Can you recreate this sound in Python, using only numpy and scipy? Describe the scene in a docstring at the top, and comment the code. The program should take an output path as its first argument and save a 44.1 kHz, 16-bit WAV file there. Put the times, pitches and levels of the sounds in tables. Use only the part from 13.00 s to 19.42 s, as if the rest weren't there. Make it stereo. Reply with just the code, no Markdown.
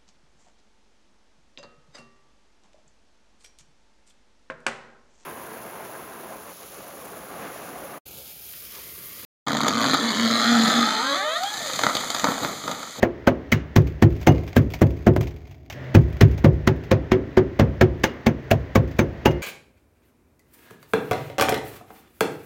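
"""First you hear a small hammer tap a rusted steel car panel, close by, over a workshop hiss.
It taps about four times a second, with one pause. Each blow cracks, clatters in the corroded sheet
and booms in the car body; loosened rust trickles down. The hiss stops and comes back with a low hum.
Loud blows make an automatic volume control duck the whole sound, and they overload its limiter."""
import sys
import numpy as np
from scipy import signal
from scipy.fft import rfft, irfft, next_fast_len
from scipy.io import wavfile
from scipy.ndimage import uniform_filter1d, minimum_filter1d

SR = 44100
rng = np.random.default_rng(int(sys.argv[2]) if len(sys.argv) > 2 else 0)


def master(y):
    """Save y as 16-bit WAV."""
    cut = np.clip(np.atleast_2d(y).T, -1, 1)
    pcm = np.round(cut * 32767)  # scale
    wavfile.write(sys.argv[1], SR, pcm.astype(np.int16))


N = 283122
TIME = np.arange(N) / SR
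AGE = np.arange(26460) / SR  # seconds since one short sound began
ATTACK = AGE < .05
BINS = np.fft.rfftfreq(32768, 1 / SR)  # the frequencies at which filters are set


def amp(db):
    """Turns decibels into a gain."""
    return 10 ** (np.asarray(db) / 20)

def rms(x):
    """The average strength of a signal."""
    return np.sqrt(np.mean(x ** 2) + 1e-20)

def at_pitch(points, hz):
    """Looks up a table between its rows, on a log frequency scale."""
    f, value = np.transpose(points)
    return np.interp(np.log(hz + 1), np.log(f + 1), value)

def envelope(curve):
    """Turns rows of time and level into a gain for every sample."""
    return amp(np.interp(TIME, *np.transpose(curve)))

def add(mix, start_s, sound):
    """Mixes in a short stereo sound and fades out its end."""
    fade = np.minimum((AGE[-1] - AGE) / .2, 1)
    part = mix[:, max(round(start_s * SR), 0):][:, :len(AGE)]
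    part += (sound * fade)[:, :part.shape[1]]

def colour(x, db):
    """Filters by one level for each of BINS, with no ringing ahead of the sound."""
    log_gain = np.log(amp(np.concatenate([db, db[-2:0:-1]])))
    taps = np.fft.ifft(np.exp(np.conj(signal.hilbert(log_gain)))).real[:4096]
    return signal.fftconvolve(x, taps[None], axes=1)[:, :x.shape[1]]

# How alike left and right are: f/Hz, likeness (1 = the same)
EAR_LIKENESS = [(150, 1), (300, 0.96), (700, .5), (1400, -0.23), (16000, 0.5)]
def close_mics(pair):
    """Two unrelated noises become alike in the bass, as at two close microphones."""
    left, other = rfft(pair)
    like = np.clip(at_pitch(EAR_LIKENESS, np.fft.rfftfreq(pair.shape[1], 1 / SR)), -1, 1)
    return irfft([left, like * left + np.sqrt(1 - like ** 2) * other], pair.shape[1])

def steady_noise(spectrum):
    """Stereo noise of strength 1 with the given tone colour."""
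    white = close_mics(rng.standard_normal((2, next_fast_len(N))))
    noise = colour(white, at_pitch(spectrum, BINS))[:, :N]
    return noise / rms(noise)


# Tone colour of the rumble: f/Hz, relative level/dB
RUMBLE_COLOUR = [(15, -64), (25, -50.5), (70, -3), (151, -11.5), (186, -38), (240, -16.5), (437, -29.5),
                 (537, -35), (659, -26), (1500, -66), (1950, -93), (3300, -120)]
def rumble(level_db=-42.5):
    """The room rumbles, low and steady."""
    return amp(level_db) * steady_noise(RUMBLE_COLOUR)

# How loud the hum is: t/s, level/dB
HUM_LEVEL = [(0, -91), (2.7, -99), (2.77, -38), (2.92, -35), (3.3, -38.5), (6.42, -42.5)]
def hum(pitch_hz=130, waver_hz=3):
    """A low tone comes in partway through, its pitch wavering."""
    drift = uniform_filter1d(rng.standard_normal(N), size=4000)
    hz = pitch_hz + waver_hz * drift / rms(drift)
    return envelope(HUM_LEVEL) * np.sqrt(2) * np.sin(2 * np.pi * np.cumsum(hz) / SR)

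# Tone colour of the hiss: f/Hz, relative level/dB
HISS_COLOUR = [(100, -4.5), (250, 1.5), (420, -2), (600, -0.5), (800, -10), (1200, -11.5), (1900, -3.5),
               (2400, -13.5), (3000, -16.5), (4500, -25.5), (6300, -30.5), (9000, -50.5), (16000, -39.5)]
# When it hisses: start t/s, end t/s, relative level/dB, drift/(dB per s)
HISS_TIMES = [(-.1, 2.2, -46.5, -2.5), (2.709, 6.5, -45.5, 0.2)]
def hiss(gain_db=7, rise_s=0.053, fall_db_per_s=51):
    """The hiss comes in quickly, drifts slowly in level and fades when it stops."""
    gain = np.zeros(N)
    for start, end, db, drift in HISS_TIMES:
        rise = np.clip((TIME - start) / rise_s, 0, 1)
        gain += rise * amp(db + drift * (TIME - start) - fall_db_per_s * np.maximum(TIME - end, 0))
    return amp(gain_db) * gain * steady_noise(HISS_COLOUR)

# How crumbly the rust is along the hammer's path: t/s, relative level/dB
CRUMBLINESS = [(0, -0.5), (.55, -0.5), (1.03, -1), (1.4, 8), (2, 2), (3.3, -3), (4.15, -9), (5.05, -2.5),
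               (5.4, 2.5), (6.3, 0.5)]
def shedding(gain_db=-38, db_per_boom_db=0.96, t60=3.14):
    """Each boom shakes rust loose, then the trickle thins. A t60 is the seconds taken to fade 60 dB."""
    shaken_db = np.full(N, -120.)
    for start, force_db, give_db, *_ in HAMMER_BLOWS:
        trickle_db = db_per_boom_db * (force_db + give_db) - 60 * (TIME - start) / t60
        shaken_db = np.where(TIME > start, np.maximum(shaken_db, trickle_db), shaken_db)
    return envelope(CRUMBLINESS) * amp(gain_db + shaken_db)

# Single flakes landing: t/s, relative level/dB
FLAKE_DROPS = [(0.8705, -30), (1.1638, -35), (1.213, -30), (1.477, -29.5), (1.7369, -20), (2.228, -29),
               (2.271, -29.5), (2.3083, -40), (2.4713, -48), (2.5107, -44), (2.7, -27.5), (2.725, -32.5),
               (3.3123, -32.5), (3.3785, -27), (3.8373, -35), (5.8764, -39), (5.912, -35.5), (6.309, -27.5)]
# Tone colour of all falling rust: f/Hz, relative level/dB
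RUST_COLOUR = [(200, -16.5), (700, 18), (1300, 4), (2200, 12.5), (4000, 1.5), (6400, 0.5), (9500, -22),
               (13500, -4.5), (16000, -7)]
def falling_rust(flake_db=-3.5, flake_t60=0.088, grains_per_s=140, spread_db=4, tail_db=-19, tail_t60=1):
    """Flakes and fine grains tick on the sheet below; each grain leaves a faint tail."""
    flakes = np.zeros((2, N))
    for start, db in FLAKE_DROPS:
        decay = amp(db + flake_db - 60 * AGE / flake_t60)
        add(flakes, start, decay * rng.standard_normal((2, len(AGE))))
    lands = rng.random(N) < grains_per_s / SR
    sizes = amp(spread_db * np.minimum(rng.exponential(1, N), 3))
    grains = lands * sizes * rng.standard_normal((2, N))
    tick = amp(-60 * AGE / .025)
    landing = (tick + amp(tail_db - 60 * AGE / tail_t60)) * rng.standard_normal((2, len(AGE)))
    trickle = signal.fftconvolve(grains, landing, axes=1)[:, :N]
    return colour(flakes + shedding() * trickle / rms(trickle), at_pitch(RUST_COLOUR, BINS))

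# Borders of a blow's six pitch bands (boom, body, clang, clack, crack, tick): f/Hz
BAND_EDGES = [50, 180, 450, 1000, 3000, 8000, 16000]
# The notes the panel and car body ring at: f/Hz, relative level/dB, t60/s
PANEL_NOTES = [(50.4, -16, 0.74), (60.6, -8, 0.45), (70.77, -6.5, 0.58), (85.1, -24, 0.83),
               (102.15, -3, 0.41), (108.4, 8.5, 0.17), (129.6, 0, 0.25), (148.06, 5, 0.18),
               (152.85, -9, 0.48), (197.6, -12, 0.56), (217.5, 1.5, 0.21), (232.7, 14.5, 0.092),
               (248.7, 3, 0.23), (278, -8, 0.52), (320.2, -5.5, 0.29), (327.8, -6, 0.18),
               (348.2, -9.5, 0.54), (373.4, 4, 0.27), (399.5, -15, 0.72), (424.4, -15, 0.76),
               (505, 0.5, 0.4), (495, -30, 0.064), (521.4, 7.5, 0.16), (547, 7.5, 0.3), (630, -21, 0.99),
               (662, -4, 0.46), (675, 16, 0.11), (814, -26, 0.083), (872, 16, 0.064)]
def panel_boom(band_db, spot_hz, spot_db=10, width_hz=36, scatter_db=2, swell_s=0.015, mic_lag_s=0.00037):
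    """A blow starts all the low notes at once; those near the struck spot's pitch get a boost."""
    hz, db, t60 = np.transpose(PANEL_NOTES)
    chance = rng.standard_normal((len(hz), 2))
    nearness = 1 / (1 + (2 * (hz - spot_hz) / width_hz) ** 2)
    size = amp(db + spot_db * nearness + scatter_db * chance[:, 0] * np.sqrt(hz / 300))
    lag = chance[:, 1] * hz / 900  # short waves arrive out of step, depending on the spot
    turn_and_decay = 2j * np.pi * hz - np.log(1000) / t60
    rings = size[:, None] * np.exp(turn_and_decay[:, None] * AGE + 1j * lag[:, None])
    is_boom = hz[:, None] < BAND_EDGES[1]
    rings *= np.where(is_boom, 1 - np.exp(-AGE / swell_s), 1)  # the boom takes time to spread
    ears = np.exp(1j * np.pi * mic_lag_s * np.outer([-1, 1], hz) * np.where(is_boom.T, .4, 1))
    out = np.zeros((2, len(AGE)))
    for band, trim_db in enumerate((1, 0, -3)):  # boom, body, clang
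        inside = np.digitize(hz, BAND_EDGES[1:3]) == band
        part = -(ears[:, inside] @ rings[inside]).imag
        out += part * amp(band_db[band] + trim_db) / rms(part[:, ATTACK])
    return out

def dying_noise(t60_table):
    """Stereo noise in which each frequency fades at its own speed."""
    hz, t, spectrum = signal.stft(rng.standard_normal((2, len(AGE))), SR, nperseg=128)
    decay = amp(-60 * t / at_pitch(t60_table, hz)[:, None])
    return signal.istft(spectrum * decay, SR, nperseg=128)[1][:, :len(AGE)]

# Tone colour of the sheet's countless higher notes: f/Hz, level/dB added to the bands
SHEET_COLOUR = [(40, -25), (200, -12), (450, -4.5), (800, -4.5), (1400, 0), (2100, 4), (3000, 3), (4500, 2),
                (6500, 6), (8000, -4), (9700, -11), (12000, 3), (14000, 2), (16000, 5.5)]
# How long the sheet and the workshop ring: f/Hz, t60/s
SHEET_DECAY = [(200, 0.52), (700, 0.16), (1700, 0.11), (4500, 0.079), (9000, 0.063), (14000, 0.072)]
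ROOM_DECAY = [(200, 0.55), (700, 0.91), (2000, 0.42), (6000, .25), (14000, 0.11)]
NOISE_LEAD_S = .007  # a faint noise swells for this long just before each blow
def clatter(band_db, crack_s, room_db, crack_db=6, swell_s=0.0022, lumpy_db=3, gain_db=2):
    """A faint noise swells into a rough crack, then the sheet rattles and the workshop echoes."""
    since_peak = AGE - NOISE_LEAD_S
    lumps = uniform_filter1d(rng.standard_normal(len(AGE)), size=40)
    outline = np.exp(np.minimum(since_peak / swell_s, -since_peak / crack_s))
    outline *= amp(lumpy_db * lumps / rms(lumps))
    crack = amp(crack_db) * outline * rng.standard_normal((2, len(AGE)))
    ringing = dying_noise(SHEET_DECAY) + amp(room_db) * dying_noise(ROOM_DECAY)
    ringing *= amp(0.034 * (band_db[3] - band_db[0]))  # loose sheet rattles more than it booms
    ringing = np.pad(ringing, ((0, 0), (round(NOISE_LEAD_S * SR), 0)))[:, :len(AGE)]
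    burst = close_mics(crack + ringing)
    edges = np.array(BAND_EDGES)
    centres_hz = np.sqrt(edges[1:] * edges[:-1])
    density_db = band_db - 10 * np.log10(np.diff(edges) / (SR / 2))
    shape_db = at_pitch(np.column_stack([centres_hz, density_db]), BINS) + at_pitch(SHEET_COLOUR, BINS)
    return colour(burst / rms(burst[:, ATTACK]), shape_db + gain_db)

# The thin notes of solid steel: f/Hz, relative level/dB, t60/s
STEEL_NOTES = [(2100, 6, 0.48), (2850, 16, 0.21), (4810, -30, 0.43), (6260, 7.5, 0.076), (10762, -20, 0.14),
               (15700, -33, .18)]
def steel_ring(low_db, high_db, low_gain_db=3, high_gain_db=14, split_hz=9):
    """A clean hit on solid metal rings in pairs of notes so close in pitch that they throb."""
    hz, db, t60 = np.transpose(STEEL_NOTES + STEEL_NOTES)[:, :, None, None]
    db = db + np.where(hz < BAND_EDGES[4], low_db + low_gain_db, high_db + high_gain_db)
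    hz = hz + split_hz * rng.standard_normal(hz.shape)
    phase = 2 * np.pi * rng.random(hz.shape) + rng.standard_normal((len(hz), 2, 1))
    return np.sum(amp(db - 60 * AGE / t60) * np.sin(2 * np.pi * hz * AGE + phase), axis=0)

def struck_spot(hz, db, t60, split_hz):
    """The patch of sheet under the head rings briefly at three close pitches."""
    cluster = hz + split_hz * np.array([-1, 0, 1]) * rng.uniform(0.54, 2.21, 3)
    phase = 2 * np.pi * rng.random((3, 1)) + hz / 1500 * rng.standard_normal((2, 3, 1))
    ring = np.array([.45, 1, .45]) @ np.sin(2 * np.pi * cluster[:, None] * AGE + phase)
    ring *= amp(-60 * AGE / t60) * (1 - np.exp(-AGE * hz))
    return amp(db) * ring / rms(ring[:, ATTACK])

def dent(force_db, gain_db=17, swing_hz=340, peak_s=0.00058):
    """The sheet gives under the head and springs back: one hard swing each way."""
    push = AGE / peak_s * np.exp(1 - AGE / peak_s)
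    return -amp(force_db + gain_db) * push * np.sin(2 * np.pi * swing_hz * AGE)

# One row a blow: t/s, force/dB, give of the car body/dB, hardness of the spot/dB, main f/Hz,
# knock f/Hz, knock level/dB, clank f/Hz, clank level/dB. Later dB columns count from the force.
HAMMER_BLOWS = [(0.0301, -18.5, -14, 2, 340, 630, -3, 1834, -2),
                (0.2755, -15, -11.5, 0.5, 249.5, 549, -2, 1520, -5.5),
                (0.524, -24, 3, 12.5, 222.6, 1280, -23, 2080, 10),
                (0.764, -15.5, 5.5, 1, 361, 1090, -12, 1700, -48),
                (1.0254, -12, 4.5, -7, 333, 740, -22, 1820, -12),
                (1.273, -12.5, 3, -4.5, 323.4, 723, 1.5, 2104, -8.5),
                (1.5672, -11, -0.5, -7.5, 242.7, 590, -28, 1747, -6.5),
                (1.818, -13, 2.5, -11, 331, 600, -15, 2070, -17.5),
                (2.0699, -9.5, -2, -15, 346.6, 662, -14, 2080, -22),
                (2.164, -24.5, 7.5, -11, 381.6, 584, -7, 2100, -27),
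                (2.211, -41.5, 9, 9, 356, 590, -10, 2400, -12),
                (2.9504, -13.5, 7.5, -6, 337, 545, -10, 2450, -16),
                (3.213, -14.5, 8.5, 1, 392, 660, -18.5, 1730, -16),
                (3.4464, -12.5, 6, -10, 364.3, 550, -6, 1630, -22),
                (3.676, -18, 0.5, 3, 387, 854, -12, 1964, -10),
                (3.9162, -17, 0.5, 3, 522, 545, -0.5, 1560, -21),
                (4.1204, -11.5, -10, 0, 379, 1000, -27, 1637, -15),
                (4.375, -11, -9.5, -5, 368, 662, -23, 1585, -18),
                (4.5976, -11.5, -2.5, -2, 224.6, 536, -7.5, 1760, -18.5),
                (4.8147, -12, -2, -1, 362.4, 680, -15, 1655, -7),
                (5.0403, -25.5, -14, 21.5, 526, 863, 0, 1600, -12),
                (5.268, -15, -7.5, 0.5, 225.8, 640, -14.5, 2110, -11),
                (5.5136, -22, 4, 4.5, 228, 656, 6.5, 2870, -7),
                (5.757, -16.5, 3, -1, 513, 1090, -4.5, 2240, -10.5),
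                (5.9925, -17.5, -4.5, 1, 351.7, 551, -3.5, 2300, -8.5),
                (6.259, -16.5, -3, 5, 356.5, 872, 0, 2755, -8)]
# One row a band, boom to tick: level/dB added to the force, then how much it follows
# give, hardness, knock, clank and crumbliness (dB per dB)
BAND_RECIPE = [(-0.5, 0.97, 0.15, 0, 0.0064, 0.024), (0.2, 0.046, 0.17, 0, 0, 0.16),
               (-1.5, 0, 0.11, 0.38, 0.049, 0.1), (-6.5, 0.034, 0.63, 0.034, 0.089, 0.034),
               (-20, 0.27, 0.87, 0.02, 0, 0.18), (-25.5, 0.36, 0.92, 0, 0.013, 1)]
# Hits that find solid steel: t/s, low notes' relative level/dB, high notes' relative level/dB
STEEL_HITS = [(0.524, -55, -68), (1.272, -49.5, -44), (5.0411, -50.5, -48.5), (5.269, -73, -59),
              (5.9935, -74, -48), (6.258, -44, -53)]
def hammer():
    """Every blow dents the panel and makes it ring and clatter; a few also ring solid steel."""
    out = np.zeros((2, N))
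    base_db, *shares = np.transpose(BAND_RECIPE)
    for t, force_db, give_db, hard_db, main_hz, knock_hz, knock_db, clank_hz, clank_db in HAMMER_BLOWS:
        crumbly_db = np.interp(t, *np.transpose(CRUMBLINESS))
        band_db = force_db + base_db + np.dot([give_db, hard_db, knock_db, clank_db, crumbly_db], shares)
        # the hollow main note is clearer where the body gives little
        note = struck_spot(main_hz, force_db - 8.5 - 0.24 * give_db, t60=0.22, split_hz=3.3)
        knock = struck_spot(knock_hz, force_db + knock_db - 1.5, t60=0.082, split_hz=41.6)
        clank = struck_spot(clank_hz, force_db + clank_db, t60=0.028, split_hz=95)
        add(out, t, dent(force_db) + panel_boom(band_db, main_hz) + note + knock + clank)
        # a hard spot gives a shorter crack and a louder tail
        rattle = clatter(band_db, crack_s=0.0044 * amp(-0.2 * hard_db), room_db=-22 + 0.28 * hard_db)
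        add(out, t - NOISE_LEAD_S, rattle)
    for t, low_db, high_db in STEEL_HITS:
        add(out, t, steel_ring(low_db, high_db))
    return out

# How far the sound leans left: f/Hz, left minus right level/dB
LEFT_LEAN = [(100, 0), (350, 1), (700, -1.3), (1400, 1.7), (2800, 4.5), (5600, 4.3), (10000, 9),
             (14000, 13)]
def scene(hammer_db=5):
    """Hammer, rust and workshop reach two microphones; the right one is shaded from the treble."""
    mix = amp(hammer_db) * hammer() + falling_rust() + hum() + rumble() + hiss()
    lean_db = at_pitch(LEFT_LEAN, BINS)
    left_db = -10 * np.log10((1 + amp(-2 * lean_db)) / 2)  # keeps the total power the same
    return np.vstack([colour(mix[:1], left_db), colour(mix[1:], left_db - lean_db)])

def hold_peaks(db, recovery_db_per_s):
    """Jumps up with each peak, then sinks at a steady rate."""
    fall = TIME * recovery_db_per_s
    return np.maximum.accumulate(db + fall) - fall

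def gain_control(x, threshold_db=-12, most_db=6.5, attack_s=0.0013):
    """A loud blow turns the volume down a few dB; the background swells back until the next one."""
    power_db = 10 * np.log10(abs(uniform_filter1d((x ** 2).mean(0), size=440)) + 1e-12)
    duck_db = hold_peaks(np.clip(power_db - threshold_db, 0, most_db), recovery_db_per_s=16)
    keep = np.exp(-1 / (attack_s * SR))
    return x * amp(-signal.lfilter([1 - keep], [1, -keep], duck_db))

def limiter(x, ceiling_db=1.22):
    """A very fast dip in volume and slight clipping flatten the first swings of a loud blow."""
    over_db = np.maximum(20 * np.log10(abs(x).max(0) + 1e-9) - ceiling_db, 0)
    ahead_db = -minimum_filter1d(-over_db, size=40)  # sees peaks coming
    duck_db = uniform_filter1d(hold_peaks(ahead_db, recovery_db_per_s=700), size=40)
    return np.clip(x * amp(-duck_db), -1, 1)

def record(dry, low_cut_hz=49, high_cut_hz=16100):
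    """Ducks the volume, cuts the deepest bass, limits the peaks, then cuts the highest treble."""
    low_cut = signal.butter(2, low_cut_hz, "high", fs=SR, output="sos")
    high_cut = signal.firwin(511, high_cut_hz, window=("kaiser", 9), fs=SR)
    limited = limiter(signal.sosfilt(low_cut, gain_control(dry)))
    return signal.oaconvolve(limited, high_cut[None], "same")


dry = scene()
out = record(dry)
master(out)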